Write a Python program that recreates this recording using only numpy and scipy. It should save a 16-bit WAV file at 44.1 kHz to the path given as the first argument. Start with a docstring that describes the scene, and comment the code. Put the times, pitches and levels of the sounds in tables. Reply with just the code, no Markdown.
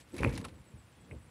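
"""A hand shifts its grip on a camera: the body thumps dully, the plastic case ticks and creaks,
skin rubs, rustles and crackles, and a finger slides off. Two softer bumps follow later.
Each knock is a short push that sets the camera ringing; the rustle is many tiny slips of skin.
Behind it, in an open wetland, three insects make high, pulsing chirps with their wings
over a faint hush, a low rumble and one far-off whistle."""
import sys
import numpy as np
from scipy import signal
from scipy.fft import rfft, irfft
from scipy.io import wavfile
from scipy.ndimage import uniform_filter1d

SR = 44100
rng = np.random.default_rng(int(sys.argv[2]) if len(sys.argv) > 2 else 0)


def to_wav(sig):
    """Store sig (one row per channel, or 1-D mono) as 16-bit WAV at the path in sys.argv[1].

    Samples outside -1..1 are clipped; the rate is SR.
    """
    pcm = np.clip(np.atleast_2d(sig), -1, 1) * 32767
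    pcm = np.round(pcm).astype(np.int16)
    wavfile.write(sys.argv[1], SR, pcm.T)  # frames by channels


N = 57330
CASE_TOP_HZ, TOP_HZ = 2650, 15600  # upper edge of the case's woody sound, and of the whole sound


def undb(db):
    """Turn decibels into a number to multiply by."""
    return 10 ** (np.asarray(db) / 20)


def unit(x):
    """Scale a sound to a standard strength (rms 1)."""
    return x / (np.std(x) + 1e-12)


def times():
    """The time of every sample, in seconds."""
    return np.arange(N) / SR


def curve(rows):
    """A changing volume that joins up (t/s, level/dB) points."""
    return undb(np.interp(times(), *np.array(rows).T))


def colour(x, points):
    """Shape the bass and treble of a sound along (f/Hz, level/dB) points, at standard strength."""
    hz, db = np.array(points).T
    freqs = np.maximum(np.fft.rfftfreq(N, 1 / SR), 1)
    gain = undb(np.interp(np.log(freqs), np.log(hz), db))
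    return unit(irfft(rfft(x) * gain, N))


def burst(start, attack, decay):
    """A volume that rises in a straight line, then dies away."""
    t = times() - start
    return np.clip(t / attack, 0, 1) * np.exp(-np.maximum(t - attack, 0) / decay)


def wavering_tone(hz, width_hz):
    """A thin tone whose pitch wanders around its centre."""
    wander = unit(uniform_filter1d(rng.standard_normal(N), int(SR / width_hz / 2)))
    pitch = hz + .5 * width_hz * wander
    return unit(np.sin(2 * np.pi * np.cumsum(pitch) / SR))


# How strong the outdoor air sounds, from bass to treble: f/Hz, level/dB
HUSH_COLOUR = [(25, -21), (60, 1), (110, 5), (250, -16), (500, -12), (1000, -13.5), (2200, -17.5),
               (3500, -23), (6500, -31.5), (10000, -31.5), (12200, -36.5), (15500, -37)]


def hush():
    """Steady outdoor noise: a low rumble with a faint hiss above it."""
    return undb(-61.5) * colour(rng.standard_normal(N), HUSH_COLOUR)


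def whistle(start=.92, length=.2, hz=3350, db=-79.5):
    """One thin, far-off whistle swells and fades."""
    swell = np.sin(np.pi * np.clip((times() - start) / length, 0, 1))
    return undb(db) * swell * wavering_tone(hz, width_hz=40.4)


def chirp(start, length, hz, pulse_hz, arch_hz, crest, sharp, rough_db, wander_hz):
    """Wing strokes pulse a high tone that swells and fades; effort lifts its pitch by up to arch_hz."""
    t = times() - start
    effort = np.sin(np.pi * np.interp(t / length, [0, np.clip(crest, .05, .95), 1], [0, .5, 1]))
    stroke = np.clip(t * pulse_hz, 0, 31)
    size, detune = rng.standard_normal((2, 32))[:, stroke.astype(int)]  # no two strokes are alike
    pulses = np.abs(np.sin(np.pi * stroke)) ** sharp * undb(rough_db * size)
    pitch = hz + arch_hz * effort + wander_hz * detune
    return np.sqrt(np.abs(effort)) * pulses * np.sin(2 * np.pi * np.cumsum(pitch) / SR)


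# When the nearest insect starts each chirp: t/s
NEAR_STARTS = [-.003, .111, -0.13, 0.42, -0.45, .544, .657, .776, 0.99, .990, 1.102, 1.211]
# When a fainter, lower insect starts each chirp: t/s
FAINT_STARTS = [0.013, .14, .25, .352, 0.465, 0.58, 0.691, .812, 0.916, 1.031, 1.158, 1.273]


def insects():
    """Three insects chirp at their own pace; the leaves scatter the sound briefly."""
    near = sum(chirp(start, length=.035, hz=7750, pulse_hz=120, arch_hz=225,
                     crest=.6, sharp=1, rough_db=2.5, wander_hz=60) for start in NEAR_STARTS)
    faint = sum(chirp(start, length=.043, hz=7570, pulse_hz=127, arch_hz=30.2,
                      crest=.19, sharp=2, rough_db=-.5, wander_hz=55) for start in FAINT_STARTS)
    # The highest insect keeps an even beat; each chirp swells and stops short.
    high_starts = np.arange(-.05, N / SR, .1225)
    high = sum(chirp(start, length=.102, hz=9260, pulse_hz=136, arch_hz=0,
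                     crest=.95, sharp=3.9, rough_db=-2, wander_hz=38.4) for start in high_starts)
    t = times()  # the near insect slowly gets quieter, the high one louder
    direct = undb(-61.5 - 5 * t) * near + undb(-69.5) * faint + undb(-72 + 4 * t) * high
    leaves = rng.standard_normal(N) * burst(0, attack=.0027, decay=.016)
    return direct + undb(-8) * signal.fftconvolve(direct, leaves / np.linalg.norm(leaves))[:N]


def slips(per_second=4000, spread_db=2.5):
    """Skin makes many tiny slips, a few much stronger than the rest."""
    slipping = rng.random(N) < per_second / SR
    return slipping * rng.standard_normal(N) * undb(spread_db * np.minimum(rng.exponential(size=N), 4))


# How loud the grip rustles as the pressure changes: t/s, level/dB
RUSTLE_LEVELS = [(0, -54.5), (.04, -72), (.12, -63), (.16, -54.5), (.20, -48.5), (.25, -41.5), (.29, -52),
                 (.39, -51), (.43, -67), (.6, -71.5)]
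# The rustle from bass to treble: f/Hz, level/dB
RUSTLE_TONE = [(300, 8.5), (700, -6), (1600, -1), (2450, 0.5), (3100, -4), (7500, -9.5), (10800, -9),
               (15000, -28)]


def rustle(fine_limit_db=-55, flicker_db=2.5, flicker_s=.005):
    """Slips come in fits: the woody part grows with pressure, the fine crackle soon levels off."""
    out, pressure = 0, curve(RUSTLE_LEVELS)
    fine = np.minimum(pressure, undb(fine_limit_db))
    bands = [(200, CASE_TOP_HZ, pressure), (CASE_TOP_HZ, TOP_HZ / 2, fine), (TOP_HZ / 2, TOP_HZ, fine)]
    for low, high, gain in bands:
        flicker = unit(uniform_filter1d(rng.standard_normal(N), int(flicker_s * SR)))
        band = signal.butter(6, [low, high], "band", fs=SR, output="sos")
        out += signal.sosfilt(band, colour(slips(), RUSTLE_TONE)) * gain * undb(flicker_db * flicker)
    return out


def slide(start=.443, db=-45, from_hz=2003, to_hz=520, slowing_s=.013):
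    """A finger drags off the case; the scrape falls in pitch as it slows."""
    speed = np.exp(-np.maximum(times() - start, 0) / slowing_s)
    pitch = to_hz + (from_hz - to_hz) * speed
    return undb(db) * burst(start, slowing_s / 2, slowing_s) * wavering_tone(pitch, width_hz=to_hz)


# Finger brushes: t/s, level/dB, f/Hz, width/Hz, fade/s
FINGER_BRUSHES = [(0.126, -40.5, 303, 200, 0.026), (1.119, -49, 488, 169, 0.012)]


def brushes():
    """Fingers brush the case, each making a hollow puff of low noise."""
    out = 0
    for start, db, hz, width, decay in FINGER_BRUSHES:
        band = signal.butter(2, [hz - width / 2, hz + width / 2], "band", fs=SR, output="sos")
        hollow = unit(signal.sosfilt(band, rng.standard_normal(N)))
        out += undb(db) * hollow * burst(start, attack=.0158, decay=decay)
    return out


# Short scuffs of skin: t/s, level/dB, rise/s, fade/s, treble/dB
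SKIN_SCUFFS = [(0.165, -47, 0.00063, 0.0045, 8), (0.178, -43, 0.0064, 0.0052, 2),
               (.291, -50, .002, 0.0056, 4), (0.376, -38.5, 0.00095, 0.0047, 6),
               (.413, -49, 0.00091, .004, 3), (0.4391, -43, 0.0094, 0.0088, -3),
               (0.449, -51.5, 0.00083, 0.0035, 14), (0.483, -50.5, 0.0011, 0.0078, -2.5)]
# Skin on plastic, from bass to treble: f/Hz, level/dB
SKIN_TONE = [(300, 2), (900, 3.5), (2400, 5), (3100, -0.5), (3900, 2), (6500, -12), (10500, -5.5),
             (13500, -29)]


def scuffs(treble_hz=5100):
    """Skin scuffs the case in short strokes, some brighter than others."""
    friction = colour(.5 * unit(slips()) + rng.standard_normal(N), SKIN_TONE)
    dull = signal.sosfiltfilt(signal.butter(2, treble_hz, fs=SR, output="sos"), friction)
    treble = friction - dull
    return sum(undb(db) * burst(start, attack, decay) * (dull + undb(treble_db) * treble)
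               for start, db, attack, decay, treble_db in SKIN_SCUFFS)


# Snaps of skin coming unstuck: t/s, level/dB
SKIN_SNAPS = [(.1430, -44.5), (0.2078, -40.5), (0.2333, -37), (0.242, -35), (0.2462, -36), (0.2745, -43.5)]


def crackles(low_cut_hz=3350):
    """Skin unsticks from the case in separate crisp snaps."""
    snaps = sum(undb(db) * burst(start, attack=1 / SR, decay=.0014) for start, db in SKIN_SNAPS)
    crisp = signal.butter(2, low_cut_hz, "high", fs=SR, output="sos")
    return signal.sosfilt(crisp, snaps * colour(rng.standard_normal(N), SKIN_TONE))


# Creaks of the case: t/s, level/dB, f/Hz, width/Hz, fade/s
CASE_CREAKS = [(0.1891, -40.5, 2326, 450, 0.0068), (0.26, -46, 2259, 595, 0.044),
               (0.352, -45.5, 5200, 1700, 0.0031), (0.3607, -48.5, 4000, 2980, 0.0072),
               (1.1108, -47.5, 2380, 550, 0.006)]


def creaks():
    """The case creaks in short, unsteady tones."""
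    return sum(undb(db) * wavering_tone(hz, width) * burst(start, attack=.0012, decay=decay)
               for start, db, hz, width, decay in CASE_CREAKS)


# How loud the hand rubs: t/s, level/dB
RUB_LEVELS = [(0, -72), (.115, -64), (.143, -51), (.175, -46), (.205, -36), (.27, -26.5), (.30, -40),
              (.42, -42.5), (.50, -52), (.64, -64), (.76, -58.5), (.85, -69.5), (1.09, -57.5),
              (1.135, -50.5), (1.21, -62.5)]
# The rubbing from bass to treble: f/Hz, level/dB
RUB_TONE = [(35, -26), (62, 2), (110, -1), (200, 0), (330, -6), (420, -14), (520, -7.5), (660, -25),
            (1000, -20), (4000, -85)]


def rub():
    """The hand rubs the camera, making a low noise that swells and fades."""
    return colour(rng.standard_normal(N), RUB_TONE) * curve(RUB_LEVELS)


def strike(hits, notes, scatter):
    """Each push rings an object's own notes, a little detuned by the grip; longer contact is duller."""
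    out, t = np.zeros(N), np.arange(N // 4) / SR
    for start, db, contact_ms in hits:
        detunes = 1 + scatter * rng.standard_normal(len(notes))
        ring = sum(undb(note_db) * np.cos(2 * np.pi * hz * detune * t) * undb(-60 * t / ring_s)
                   for (hz, note_db, ring_s), detune in zip(notes, detunes))
        push = np.sin(np.pi * np.minimum(t * 1000 / contact_ms, 1))
        hit = signal.fftconvolve(ring, push)[:len(t)]
        first = int(start * SR)
        out[first:first + len(t)] += (undb(db) * hit / np.abs(hit).max())[:N - first]
    return out


# Taps on the plastic case: t/s, level/dB, contact/ms
CASE_TAPS = [(.2327, -16, 0.33), (.2460, -21.5, 0.26), (.2469, -12.5, 0.18), (1.1115, -49, 0.62)]
# Notes the case rings at: f/Hz, level/dB, time to fade by 60 dB/s
CASE_NOTES = [(1130, -7, 0.017), (1590, 10.5, 0.0033), (1980, 5.5, 0.0036), (2440, 7, 0.011),
              (2617, 1.5, 0.015)]


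def ticks():
    """Quick taps ring the plastic case; cutting the treble leaves a woody tick."""
    woody = signal.butter(10, CASE_TOP_HZ, fs=SR, output="sos")
    return signal.sosfilt(woody, strike(CASE_TAPS, CASE_NOTES, scatter=.034))


# Bumps on the camera body: t/s, level/dB, contact/ms
BODY_BUMPS = [(.2045, -23, 1.67), (.2215, -35, 1.6), (.2465, -25.5, 0.73), (.2565, -21.5, 3.54),
              (.2625, -17.5, 1.27), (.2657, -16.5, 2.35), (.2955, -25.5, 4.34), (.3135, -30, 8),
              (.3375, -27, 3.45), (.3985, -29.5, 2.53), (.5205, -44.5, 5.8), (.594, -45, 5.7),
              (.7385, -38.5, 4.7), (1.1115, -45.5, 0.94), (1.117, -36.5, 4.6), (1.158, -37.5, 5.2)]
# Low notes the held body rings at: f/Hz, level/dB, time to fade by 60 dB/s
BODY_NOTES = [(80, -5, 0.14), (125.8, 0, 0.066), (204, -3, 0.087), (262.5, -3.5, 0.078), (304, 4, 0.032),
              (465, 2, 0.05), (525, -14.5, 0.16)]


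def thumps():
    """Soft bumps of the hand ring the camera body, low and dull."""
    return strike(BODY_BUMPS, BODY_NOTES, scatter=.018)


def scene():
    """The wetland behind and the hand on the camera close up, in one channel."""
    wetland = hush() + whistle() + insects()
    skin = rustle() + slide() + brushes() + scuffs() + crackles() + rub()
    camera = creaks() + ticks() + thumps()
    return (wetland + skin + camera)[None]


def record(dry):
    """The recorder cuts the deepest bass and the highest treble."""
    thin = signal.sosfilt(signal.butter(6, 48, "high", fs=SR, output="sos"), dry)
    return signal.sosfilt(signal.ellip(10, .2, 70, TOP_HZ, fs=SR, output="sos"), thin)


dry = scene()
out = record(dry)
to_wav(out)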